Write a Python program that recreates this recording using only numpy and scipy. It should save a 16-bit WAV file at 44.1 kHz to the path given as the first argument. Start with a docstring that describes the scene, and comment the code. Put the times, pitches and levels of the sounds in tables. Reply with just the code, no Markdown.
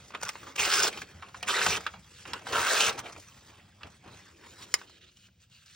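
"""Three short rips of thin paper, torn by hand at a craft table under a small stereo microphone.
Around them the sheet rustles, creases crackle, a fingernail snaps off an edge and fingers slide on a page.
A low room hum and a faint microphone hiss lie underneath. Rips, rustle and strokes are noise built of breaking
fibres; creases are short coloured bursts, the snap is a set of decaying sines, hum and hiss are filtered noise.
Two ports hear it all with differing phase and level, plus a short room tail."""
import sys
import numpy as np
from scipy import signal
from scipy.fft import rfft, irfft, next_fast_len
from scipy.io import wavfile
from scipy.ndimage import uniform_filter1d, map_coordinates

SR = 44100
rng = np.random.default_rng(int(sys.argv[2]) if len(sys.argv) > 2 else 0)


def master(y):
    """Save y as 16-bit WAV."""
    cut = np.clip(np.atleast_2d(y).T, -1, 1)
    pcm = np.round(cut * 32767)  # scale
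    wavfile.write(sys.argv[1], SR, pcm.astype(np.int16))


N = 253573

# colour of tearing paper, shared by rips and bursts: f/Hz, level/dB
TEAR_COLOUR = [(200, -16.5), (310, -14.5), (420, -2.5), (520, -4.5), (680, -6.5), (820, -4), (950, -3.5),
               (1350, -1), (2100, -6), (2800, -5), (4000, -9.5), (5300, -12), (7500, -11), (10000, -13.5),
               (13000, -23), (15700, -20)]
LOW_HZ, HIGH_HZ = 900, 3600  # borders between flutter, crackle and fizz


def rips():
    """The tear runs through the sheet; bright patches come and go as the loose flap changes shape."""
    # one list per rip, three bands of the tear: t/s, flutter/dB, crackle/dB, fizz/dB
    tears = [
        [(0.584, -50, -40.5, -37.5), (0.594, -35, -34, -32.5), (0.61, -39, -36, -32),
         (0.658, -39.5, -34, -31.5), (0.674, -32, -33, -33.5), (0.692, -45.5, -32.5, -34),
         (0.736, -39.5, -29, -28.5), (0.802, -39.5, -31.5, -29.5), (0.816, -34.5, -31, -37),
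         (0.828, -41, -33, -27.5), (0.854, -30.5, -31, -29), (0.864, -46, -35.5, -36),
         (0.88, -35, -35.5, -28.5), (0.888, -43, -38.5, -38)],
        [(1.486, -42, -32.5, -30), (1.512, -35.5, -33, -34.5), (1.524, -47.5, -36, -34),
         (1.56, -40, -33, -36.5), (1.598, -36.5, -31.5, -35.5), (1.62, -40, -32.5, -35),
         (1.648, -44, -34.5, -29), (1.658, -40, -35.5, -35), (1.666, -33, -32, -31), (1.676, -36, -33.5, -35),
         (1.694, -41, -36.5, -32.5), (1.708, -37, -32.5, -33), (1.774, -44, -38, -38),
         (1.778, -40.5, -34.5, -45.5)],
        [(2.528, -35, -35, -37), (2.544, -41.5, -32, -38), (2.556, -35.5, -29, -34), (2.58, -38.5, -34.5, -34),
         (2.614, -39, -33, -31), (2.63, -41.5, -33, -36), (2.67, -40.5, -32.5, -33.5),
         (2.696, -41.5, -32.5, -30), (2.72, -37, -33.5, -29), (2.756, -39, -33, -30), (2.808, -40, -30, -27.5),
         (2.846, -40.5, -31.5, -29), (2.878, -44, -29.5, -29.5), (2.899, -37, -31.5, -33)],
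    ]
    # bands the loose flap favours for a while: start/s, end/s, f/Hz, lift/dB
    # (rows that end well before they start do nothing)
    flap_patches = [(0.579, 0.632, 2400, 5), (0.47, 0.606, 2900, 4.5), (0.632, 0.664, 3100, 7.5),
                    (0.58, 0.668, 2300, 4.5), (0.585, 0.615, 1200, 5), (0.645, 0.668, 2500, 3),
                    (0.81, 0.55, 7000, 2.5), (0.69, 0.73, 3300, 3), (0.592, 0.62, 6100, 7),
                    (0.588, 0.89, 750, -6), (0.64, 0.86, 5300, 3.5), (0.668, 0.892, 370, 5),
                    (0.687, 0.89, 1450, 4), (0.715, 0.81, 5100, 5), (0.725, 0.81, 6200, 4.5),
                    (0.818, 0.89, 5100, 5.5), (0.828, 0.86, 6200, 4.5), (0.818, 0.835, 3500, 4),
                    (0.865, 0.89, 3800, 3.5), (1.481, 1.54, 1400, 5.5), (1.54, 1.58, 1900, 7),
                    (1.58, 1.62, 1600, 8), (1.2, 1.782, 760, -4.5), (1.484, 1.52, 3300, 8.5),
                    (1.3, 2.1, 5500, 2.5), (1.547, 1.6, 3950, 7), (1.628, 1.656, 1400, 4),
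                    (1.622, 1.66, 2000, 7.5), (1.7, 1.76, 2600, 8.5), (1.698, 1.74, 5840, 7.5),
                    (2.536, 2.7, 1350, 7), (2.7, 2.775, 1680, 8), (3, 2.78, 2600, 3),
                    (3.1, 2.885, 1500, 2.5), (3, 2.3, 5200, 4.5), (3.4, 3.2, 3560, 6.5),
                    (3.3, 2.83, 4960, 7), (2.796, 2.848, 2780, 10), (2.848, 2.903, 2750, 5),
                    (2.53, 2.66, 990, 1.5), (2.848, 3.4, 6670, 2.5)]
    rise_db_s, fall_db_s = 1204, 1501.5
    flutter_lag = 0.45  # share of the edge slope: flutter comes and goes more slowly
    rip_edges = [edges(rows[0][0], rows[-1][0], rise_db_s, fall_db_s) for rows in tears]
    edge_db = np.max(rip_edges, axis=0)
    flutter_db, crackle_db, fizz_db = curves(np.concatenate(tears))
    torn = fibres(spiky_db=2.0, clump_db=0.9, patchy_db=1.3, pops_db=12.5, snaps_db=16.5, slow_share=.3)
    torn = patched(torn, flap_patches)
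    return sheet(torn, TEAR_COLOUR, flutter_db + flutter_lag * edge_db, crackle_db + edge_db, fizz_db + edge_db)


def handling():
    """Fingers rub and bend the loose sheet until it is laid down: clumpier, more uneven breaks."""
    # hands moving the sheet: t/s, rustle/dB, tilt toward the treble/dB
    moves = [(0.0, -59.5, -0.5), (0.09, -63.5, 7), (0.138, -57.5, -6.5), (0.306, -58.5, 3.5),
             (0.486, -54, 0), (0.56, -65, -2), (0.9, -51.5, 0.5), (0.99, -46, 0), (1.012, -56.5, 10.5),
             (1.03, -49, -2.5), (1.058, -61, 0), (1.2, -60, -2.5), (1.27, -57.5, -3.5), (1.335, -68, 0.5),
             (1.37, -54, 2), (1.42, -62, -2), (1.45, -54.5, -4), (1.834, -54, -1), (1.974, -67, 5),
             (2.17, -61, 6.5), (2.235, -59.5, 4.5), (2.294, -50.5, -5.5), (2.444, -58, 0.5), (2.47, -47, 2),
             (2.92, -51.5, -1), (2.96, -52.5, -5), (3.03, -56, -7.5), (3.08, -48, -2), (3.12, -54, -3.5),
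             (3.15, -56.5, -2), (3.185, -57, -4), (3.21, -63.5, 7), (3.41, -63.5, 4), (3.538, -59.5, -2),
             (3.6, -63, -2), (3.78, -70.5, 1), (3.87, -57.5, -6.5), (3.9, -65, 2), (3.94, -63.5, 1),
             (3.99, -73.5, 5), (4.058, -58.5, -7), (4.152, -56, 0), (4.2, -61, 1), (4.29, -62.5, 0.5),
             (4.36, -65.5, 3), (4.41, -61.5, 1), (4.458, -58.5, 0), (4.5, -61.5, 4), (4.55, -61.5, 4),
             (4.6, -59.5, 4), (4.626, -48.5, 3.5), (4.645, -54, 4.5), (4.662, -61, 0.5), (4.72, -63.5, 8.5),
             (4.79, -57.5, 2), (4.9, -68, 2.5)]
    # rubbing colour: f/Hz, level/dB
    rub_colour = [(200, -2), (350, -1.5), (650, -4), (900, -6), (1350, -3.5), (2800, -6.5), (4000, -10),
                  (7500, -12), (10000, -16.5), (13000, -24), (15700, -21)]
    rustle_db, tilt_db = curves(moves)
    held = np.clip((moves[-1][0] - np.arange(N) / SR) * 20, 0, 1)  # fades over the last 50 ms
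    rubbed = fibres(spiky_db=0.5, clump_db=4.5, patchy_db=3.0, pops_db=14.0, snaps_db=13.0)
    flutter_db = rustle_db - 3 - tilt_db
    fizz_db = rustle_db - 1.5 + tilt_db
    return held * sheet(rubbed, rub_colour, flutter_db, rustle_db, fizz_db)


def creases():
    """Creases buckle at once; scrunches build up over some milliseconds."""
    # sharp creases: t/s, nominal peak/dB, pitch f/Hz, treble before the bite/dB, t60/s
    sharp_creases = [(0.106, -38, 1170, -19, 0.033), (0.122, -40.5, 1180, -19, 0.027),
                     (0.149, -24.5, 2880, -17, 0.046), (0.174, -39, 1300, -17.5, 0.054),
                     (0.226, -29.5, 1500, -4.5, 0.09), (0.232, -19.5, 1300, -5, 0.026),
                     (0.251, -31.5, 1160, -0.5, 0.062), (0.284, -34, 1294, 3.5, 0.036),
                     (0.2905, -22, 2640, -2.5, 0.028), (0.293, -22.5, 1920, -8, 0.044),
                     (0.355, -27, 830, -22.5, 0.045), (0.469, -34, 1120, -15.5, 0.18),
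                     (0.581, -26, 2580, -15.5, 0.035), (0.592, -21, 2680, -6.5, 0.04),
                     (0.7395, -17, 1995, -2, 0.012), (0.929, -31.5, 2930, -16, 0.065),
                     (0.974, -27.5, 2830, -11, 0.063), (1.018, -25, 2090, -9.5, 0.049),
                     (1.224, -31, 1100, -21, 0.14), (1.345, -29.5, 1290, -24, 0.088),
                     (1.428, -19.5, 2860, -11, 0.048), (1.472, -28.5, 2490, -9.5, 0.082),
                     (1.6642, -9.5, 1290, -7.5, 0.022), (1.667, -10.5, 1300, -11.5, 0.02),
                     (1.768, -30.5, 5500, 1.5, 0.017), (1.772, -25, 2920, -8, 0.018),
                     (1.774, -26.5, 1300, -20.5, 0.06), (1.865, -19.5, 1380, -24.5, 0.085),
                     (1.866, -18.5, 2950, -19, 0.04), (1.938, -34, 810, -23.5, 0.17),
                     (2.254, -30, 955, -27, 0.076), (2.303, -44, 1180, -9.5, 0.053),
                     (2.334, -20, 3140, -7.5, 0.03), (2.335, -24, 1070, -20.5, 0.1),
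                     (2.46, -35, 1500, -12, 0.05), (2.469, -21.5, 770, -29.5, 0.041),
                     (2.526, -29, 1420, -7, 0.21), (3.163, -34.5, 850, -18, 0.06),
                     (3.833, -25.5, 3500, -22, 0.018), (4.06, -44, 980, -24.5, 0.15),
                     (4.078, -39.5, 1110, -14.5, 0.061), (4.44, -46, 1500, -23, 0.089),
                     (4.815, -32.5, 1290, -28, 0.04), (4.897, -41, 4000, -6.5, 0.02),
                     (5.171, -55, 3320, -0.5, 0.034), (5.499, -62, 3880, 3.5, 0.04),
                     (5.661, -57.5, 4260, 8, 0.069)]
    # scrunches that swell and fade: t/s, nominal peak/dB, pitch f/Hz, treble before the bite/dB, t60/s
    soft_scrunches = [(0.139, -29, 1200, -30.5, 0.06), (0.148, -22.5, 1260, -31, 0.051),
                      (0.213, -34, 1850, -4, 0.026), (0.233, -29.5, 1540, -6, 0.04),
                      (0.262, -25.5, 1400, -15.5, 0.05), (0.274, -28.5, 1180, -12, 0.051),
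                      (0.295, -26, 1400, -9.5, 0.021), (0.429, -36, 1240, -27, 0.057),
                      (0.56, -24.5, 2520, -4.5, 0.025), (1.284, -37, 835, -16, 0.074),
                      (2.276, -35.5, 2530, -6, 0.04), (2.392, -34.5, 1600, -13.5, 0.035),
                      (2.488, -33.5, 987, -12.5, 0.09), (1.806, -36.5, 1300, -4.5, 0.065),
                      (1.852, -38, 1300, -21.5, 0.05), (2.906, -24, 1145, -20, 0.13),
                      (2.926, -37, 1000, -1, 0.04), (2.978, -24, 1003, -14, 0.1),
                      (2.989, -26.5, 1080, -2, 0.048), (2.998, -26.5, 980, -9, 0.033),
                      (3.058, -28, 2530, -23.5, 0.055), (3.124, -46, 5940, 6.5, 0.079),
                      (3.178, -52, 2350, 7, 0.077), (3.197, -50.5, 2330, 9, 0.05),
                      (3.808, -41.5, 1200, -31, 0.3), (3.868, -42.5, 830, -10, 0.075),
                      (5.284, -51, 1530, -19, 0.033)]
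    crest_db, crisp_db = 10.5, 5  # peak of a burst over its body; extra bite of its treble
    thin_hz = 298  # a thin sheet gives little below this
    out = np.zeros(N + SR)
    # rise in s; click is the buckling itself, a spike in rms of the noise before colouring
    for table, rise, click in ((sharp_creases, .0008, 3.65), (soft_scrunches, 0.0098, 0)):
        for s, db, pitch_hz, treble_db, t60 in table:
            crackle = burst(pitch_hz, treble_db + crisp_db, rise, t60, click)
            onset = round((s - .7 * rise) * SR)
            out[onset:][:len(crackle)] += amp(db - crest_db) * crackle
    return filtered(out[:N], lambda hz: (1j * hz / (1j * hz + thin_hz)) ** 2)


def snap():
    """A taut edge slips off the nail: decaying modes ring for a few ms as a noise burst makes the sheet shiver."""
    # nail snaps: t/s, level before a 2.5 dB lift/dB
    nail_snaps = [(4.7403, -8)]
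    # ringing modes of the edge: f/Hz, level/dB, t60/s
    edge_modes = [(490, -25.5, 0.019), (1210, -7.5, 0.0078), (1986, 0.5, 0.0069), (3010, -2.5, 0.0044),
                  (4880, -4, 0.0079), (5260, -2, 0.01), (6990, 8.5, 0.0043), (8870, -4.5, 0.0045),
                  (10400, 2, 0.0073)]
    out, t = np.zeros(N + SR), np.arange(8192) / SR
    for s, db in nail_snaps:
        ring = np.zeros(len(t))
        for k, (hz, level, t60) in enumerate(edge_modes):
            ring += amp(level - 60 * t / t60) * (-1) ** k * np.sin(2 * np.pi * hz * t)
        shiver = amp(-24.0) * burst(2200, 6.3, 0.0029, 0.03)
        attack = (1 - np.exp(-t / 0.00052)) ** 2
        out[round(s * SR):][:len(t)] += amp(db + 2.5) * attack * (ring + shiver)
    return out[:N]


def strokes():
    """Skin slides over the page: a soft, bright friction noise over the dull body of the book."""
    # fingers smoothing the page:
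    # start/s, end/s, level at start/dB, level at end/dB, relative fine hiss/dB, scratch f/Hz, its lift/dB
    finger_strokes = [(4.876, 4.982, -62.5, -60.5, -7.5, 4230, 4),
                      (5.015, 5.05, -60, -59.5, -10.5, 3600, 9), (5.065, 5.098, -62, -61, -9, 3900, 7),
                      (5.116, 5.152, -69.5, -74, 0.5, 3900, 2), (5.163, 5.27, -67, -64.5, -0.5, 3000, 4),
                      (5.407, 5.441, -68, -63, -3, 3100, 1), (5.52, 5.637, -63.5, -63, -2.5, 4100, 4.5),
                      (5.659, 5.763, -62.5, -59.5, -2.5, 4000, 2)]
    # skin on the page: f/Hz, level/dB
    page_colour = [(220, -17.5), (340, -3.5), (500, -12.5), (900, -18), (1350, -2), (2100, -4), (2800, 2.5),
                   (4300, -2.5), (5300, -8.5), (7500, -14), (10000, -20.5), (13000, -28), (15700, -26)]
    rise_db_s, fall_db_s, resting_db = 896, 700, -83  # edges of a stroke; fingers at rest
    book_s, book_db, book_rest_db = (4.42, 4.88), -63, -89  # the sheet is laid on the book, whose body rumbles
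    book_rise_db_s, book_fade_db_s = 34, 56

    points = []
    for start, end, start_db, end_db, fine, *_ in finger_strokes:
        points += [(start, start_db, fine), (end, end_db, fine)]
    level_db, fine_db = curves(points)
    edge_db = np.max([edges(a, b, rise_db_s, fall_db_s) for a, b, *_ in finger_strokes], axis=0)
    touch_db = edges(finger_strokes[0][0], N / SR, rise_db_s, 0)
    friction_db = np.maximum(level_db + edge_db, resting_db + touch_db)
    body_db = np.maximum(book_db + edges(*book_s, book_rise_db_s, book_fade_db_s), book_rest_db)

    skin = fibres(spiky_db=4.0, clump_db=1.5, patchy_db=1.8, pops_db=10.5, snaps_db=14.5)
    skin = patched(skin, [(a, b, hz, lift_db) for a, b, *_, hz, lift_db in finger_strokes])

    def bands(hz):
        body = 1 / (1 + (hz / 650) ** 8)
        fine = 1 / (1 + (6000 / (hz + 1)) ** 8)
        return amp(along(page_colour, hz)) * (hz > 200) * np.array([body, 1 - body - fine, fine])

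    levels = (body_db, friction_db, friction_db + fine_db)
    return sum(amp(level) * unit(part) for level, part in zip(levels, filtered(skin, bands)))


def hum():
    """Low rumble of the room, filtered noise swelling when the hands shake the table."""
    # steady room hum: t/s, level/dB
    hum_levels = [(0, -60), (3, -61), (5.75, -67)]
    # hum colour: f/Hz, level/dB
    hum_colour = [(12, -51), (20, -28), (80, 3.5), (128, 0), (146, -4.5), (188, -1), (222, -10.5),
                  (420, -25.5), (550, -22.5), (920, -120)]
    # the hands jog the table: t/s, peak level/dB
    jogs = [(0.24, -54), (0.62, -49.5), (0.8, -49), (1.0, -52.5), (1.15, -52.5), (1.44, -48.5),
            (1.699, -41.5), (1.97, -50), (2.32, -52.5), (2.56, -42.5), (2.89, -47.5), (3.0, -50),
            (3.18, -54), (3.86, -52), (4.08, -49)]
    rise_db_s, fall_db_s = 172.5, 152
    steady_db, = curves(hum_levels)
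    swells = [peak_db + edges(s, s, rise_db_s, fall_db_s) for s, peak_db in jogs]
    db = np.max([steady_db] + swells, axis=0)
    rumble = filtered(rng.standard_normal(N), lambda hz: amp(along(hum_colour, hz)))
    return amp(db + 1.4 * wobble(23)) * unit(rumble)


def hiss():
    """Faint steady hiss of the microphone: coloured noise."""
    # hiss colour: f/Hz, level/dB
    hiss_colour = [(200, -14), (500, 2), (1000, -7), (3000, 3.5), (8000, -6), (12000, -15), (15500, -5.5)]
    return amp(-74.0) * unit(filtered(rng.standard_normal(N), lambda hz: amp(along(hiss_colour, hz))))


def room(x):
    """Two unrelated reverberant tails, each frequency dying at its own speed, drawn anew every 0.3 s."""
    # room decay: f/Hz, t60/s
    decay = [(300, 0.2), (2000, 0.079), (10000, 0.048)]
    # sound unrelated at the two ports: f/Hz, relative level/dB
    diffuse_colour = [(60, -29.5), (150, -23), (640, -7.5), (1400, -14), (2800, -7), (4500, -6.5),
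                      (7000, -8.5), (9500, -6.5), (10500, -38.5), (13500, -33.5), (15000, 1.5)]
    step = round(.3 * SR)
    wet = np.zeros((2, N + SR))
    for start in range(0, N, step):
        hz, t, z = signal.stft(rng.standard_normal((2, SR // 5)), SR, nperseg=256)
        fade = amp(-60 * t / along(decay, hz)[:, None])
        tail = signal.istft(z * fade, SR, nperseg=256)[1]
        part = signal.fftconvolve(x[None, start:start + step], tail / np.linalg.norm(tail[0]), axes=1)
        wet[:, start:start + part.shape[1]] += part
    return filtered(wet[:, :N], lambda hz: amp(along(diffuse_colour, hz)))


def fibres(spiky_db, clump_db, patchy_db, pops_db, snaps_db, slow_share=1):
    """Fibres breaking: spiky, clumped noise with pops and ringing snaps, coloured by shifting patches."""
    size_db = spiky_db * wobble(2500) + clump_db * (wobble(220) + slow_share * wobble(45))
    # no fibre is much stronger than the rest
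    breaks = rng.standard_normal(N) * amp(4.5 * np.tanh(size_db / 9))
    chance, size = rng.random((2, N))
    # strong fibres, about 700 a second, all let the sheet spring back the same way
    pops = (chance < 700 / SR) * size
    snaps = sum(ringing(hz) for hz in np.geomspace(900, 7500, num=9))
    z = signal.stft(breaks - amp(pops_db) * pops + amp(snaps_db) * snaps, nperseg=256)[2]
    field = uniform_filter1d(rng.standard_normal(z.shape), size=2, axis=0)  # across frequency
    field = uniform_filter1d(field, size=14, axis=1)  # along time
    return unit(signal.istft(z * amp(patchy_db * unit(field)), nperseg=256)[1][:N])


def ringing(hz):
    """Scattered fibre snaps of one pitch, each ringing for about a cycle or a few."""
    rate, decay_cycles = 130, 0.79  # snaps a second; decay constant in cycles
    chance, size = rng.random((2, N))
    cycles = np.arange(round(8 * SR / hz)) * hz / SR
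    ring = -np.sin(2 * np.pi * cycles) * cycles * np.exp(-cycles / decay_cycles)
    ring = ring / np.linalg.norm(ring) * np.sqrt(hz / 3000)
    return signal.fftconvolve((chance < rate / SR) * size ** 2, ring)[:N]


def sheet(x, colour, flutter_db, crackle_db, fizz_db):
    """The coloured sheet, split into flutter, crackle and fizz that each follow their own level."""
    def bands(hz):
        low = 1 / (1 + (hz / LOW_HZ) ** 6)
        high = 1 / (1 + (HIGH_HZ / (hz + 1)) ** 6)
        return amp(along(colour, hz)) * (hz > 200) * np.array([low, 1 - low - high, high])

    levels = (flutter_db, crackle_db, fizz_db)
    return sum(amp(db) * unit(part) for db, part in zip(levels, filtered(x, bands)))


def patched(x, patches):
    """Lifts or dips a band for a while, once per (start s, end s, Hz, lift dB) row."""
    width_hz, widens, fade_s = 230, 0.053, 0.0067  # width: Hz plus a share of the centre frequency
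    hz, t, z = signal.stft(x, SR, nperseg=256)
    lift_db = 0
    for start, end, centre, lift in patches:
        presence = np.clip(.5 + np.minimum(t - start, end - t) / fade_s, 0, 1)
        bell = np.exp(-((hz[:, None] - centre) / (width_hz + widens * centre)) ** 2)
        lift_db = lift_db + lift * presence * bell
    return signal.istft(z * amp(lift_db), SR, nperseg=256)[1][:N]


def burst(pitch_hz, treble_db, rise, t60, click=0):
    """A noise burst of the sheet around its pitch; the treble dies faster."""
    crack_db, crack_t60_s = -9, 0.032  # the first moment of a burst is louder
    crisp_hz, crisp_lift = 5540, 0.94  # extra bump in the treble
    t = np.arange(8192) / SR
    hz = np.fft.rfftfreq(len(t), 1 / SR)
    bump = 1 + 1.4 * np.exp(-(np.log((hz + 1) / pitch_hz) / 0.31) ** 2)
    spike = click * (np.arange(len(t)) == round(rise * SR))
    noise = rfft(rng.standard_normal((2, len(t))) + spike)
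    noise = noise * amp(along(TEAR_COLOUR, hz)) * (hz > 200) * bump
    body = unit(irfft(noise[0] / (1 + (hz / 4500) ** 4)))
    crisp_bump = 1 + crisp_lift * np.exp(-(np.log((hz + 1) / crisp_hz) / 0.14) ** 2)
    crisp = unit(irfft(noise[1] * crisp_bump / (1 + (HIGH_HZ / (hz + 1)) ** 6)))
    # uneven little breaks: 1 dB steps of a random curve, 500 knots a second
    uneven = np.interp(t * 500, np.arange(100), rng.standard_normal(100))
    grain = amp(np.minimum(t / .006, 1) * uneven)
    fall = np.maximum(t - rise, 0) / max(t60, .01)
    crack = 1 + amp(crack_db - 60 * t / crack_t60_s)
    attack = np.minimum(t / max(rise, 1e-4), 1) ** 2
    return grain * crack * attack * (body * amp(-60 * fall) + amp(treble_db) * crisp * amp(-90 * fall))


def edges(start, end, rise_db_s, fall_db_s):
    """Envelope in dB: rises to the start, holds at 0, falls after the end."""
    t = np.arange(N) / SR
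    return -rise_db_s * np.maximum(start - t, 0) - fall_db_s * np.maximum(t - end, 0)


def curves(rows):
    """One value per sample for each column after the time."""
    s, *cols = np.transpose(rows)
    return [np.interp(np.arange(N) / SR, s, c) for c in cols]


def wobble(rate):
    """A smooth random curve, rate knots a second."""
    knots = rng.standard_normal(int(N * rate / SR) + 4)
    return map_coordinates(knots, [np.arange(N) * rate / SR])


def along(points, hz):
    """Reads (Hz, value) points on a log frequency axis."""
    f, v = np.transpose(points)
    return np.interp(np.log(hz + 1), np.log(f + 1), v)


def filtered(x, response):
    """x times a complex response of frequency."""
    m = next_fast_len(N + SR // 2)
    return irfft(rfft(x, m) * response(np.fft.rfftfreq(m, 1 / SR)), m)[..., :N]


def amp(db):
    """Decibels to a linear gain."""
    return 10 ** (np.asarray(db) / 20)


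def unit(x):
    """Scales to an rms of one."""
    return x / np.sqrt(np.mean(x ** 2) + 1e-20)


def scene():
    """The two ports hear the table with a phase and level difference that depends on frequency."""
    # phase by which the left port leads: f/Hz, phase/rad
    port_phase = [(200, 0), (400, -.35), (620, -1.1), (1030, -.3), (2000, .1), (2670, .5), (3530, .8),
                  (4740, .2), (6460, 1.7), (8700, 2.4), (9730, np.pi), (13700, np.pi), (15300, 4.2)]
    # left level over right: f/Hz, level/dB
    port_balance = [(60, 0), (200, 1), (380, 3), (700, -2), (1300, -.7), (2800, -2.4), (5500, -.3),
                    (9000, 0)]
    table = rips() + handling() + strokes() + creases() + snap() + hum() + hiss()
    half = np.array([[.5], [-.5]])  # each port takes half of the difference

    def ports(hz):
        return amp(half * along(port_balance, hz)) * np.exp(1j * half * along(port_phase, hz))

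    return filtered(table, ports) + room(table)


def record(dry):
    """The recorder keeps nothing above its band limit of 15.9 kHz."""
    return filtered(dry, lambda hz: hz < 15900)


dry = scene()
out = record(dry)
master(out)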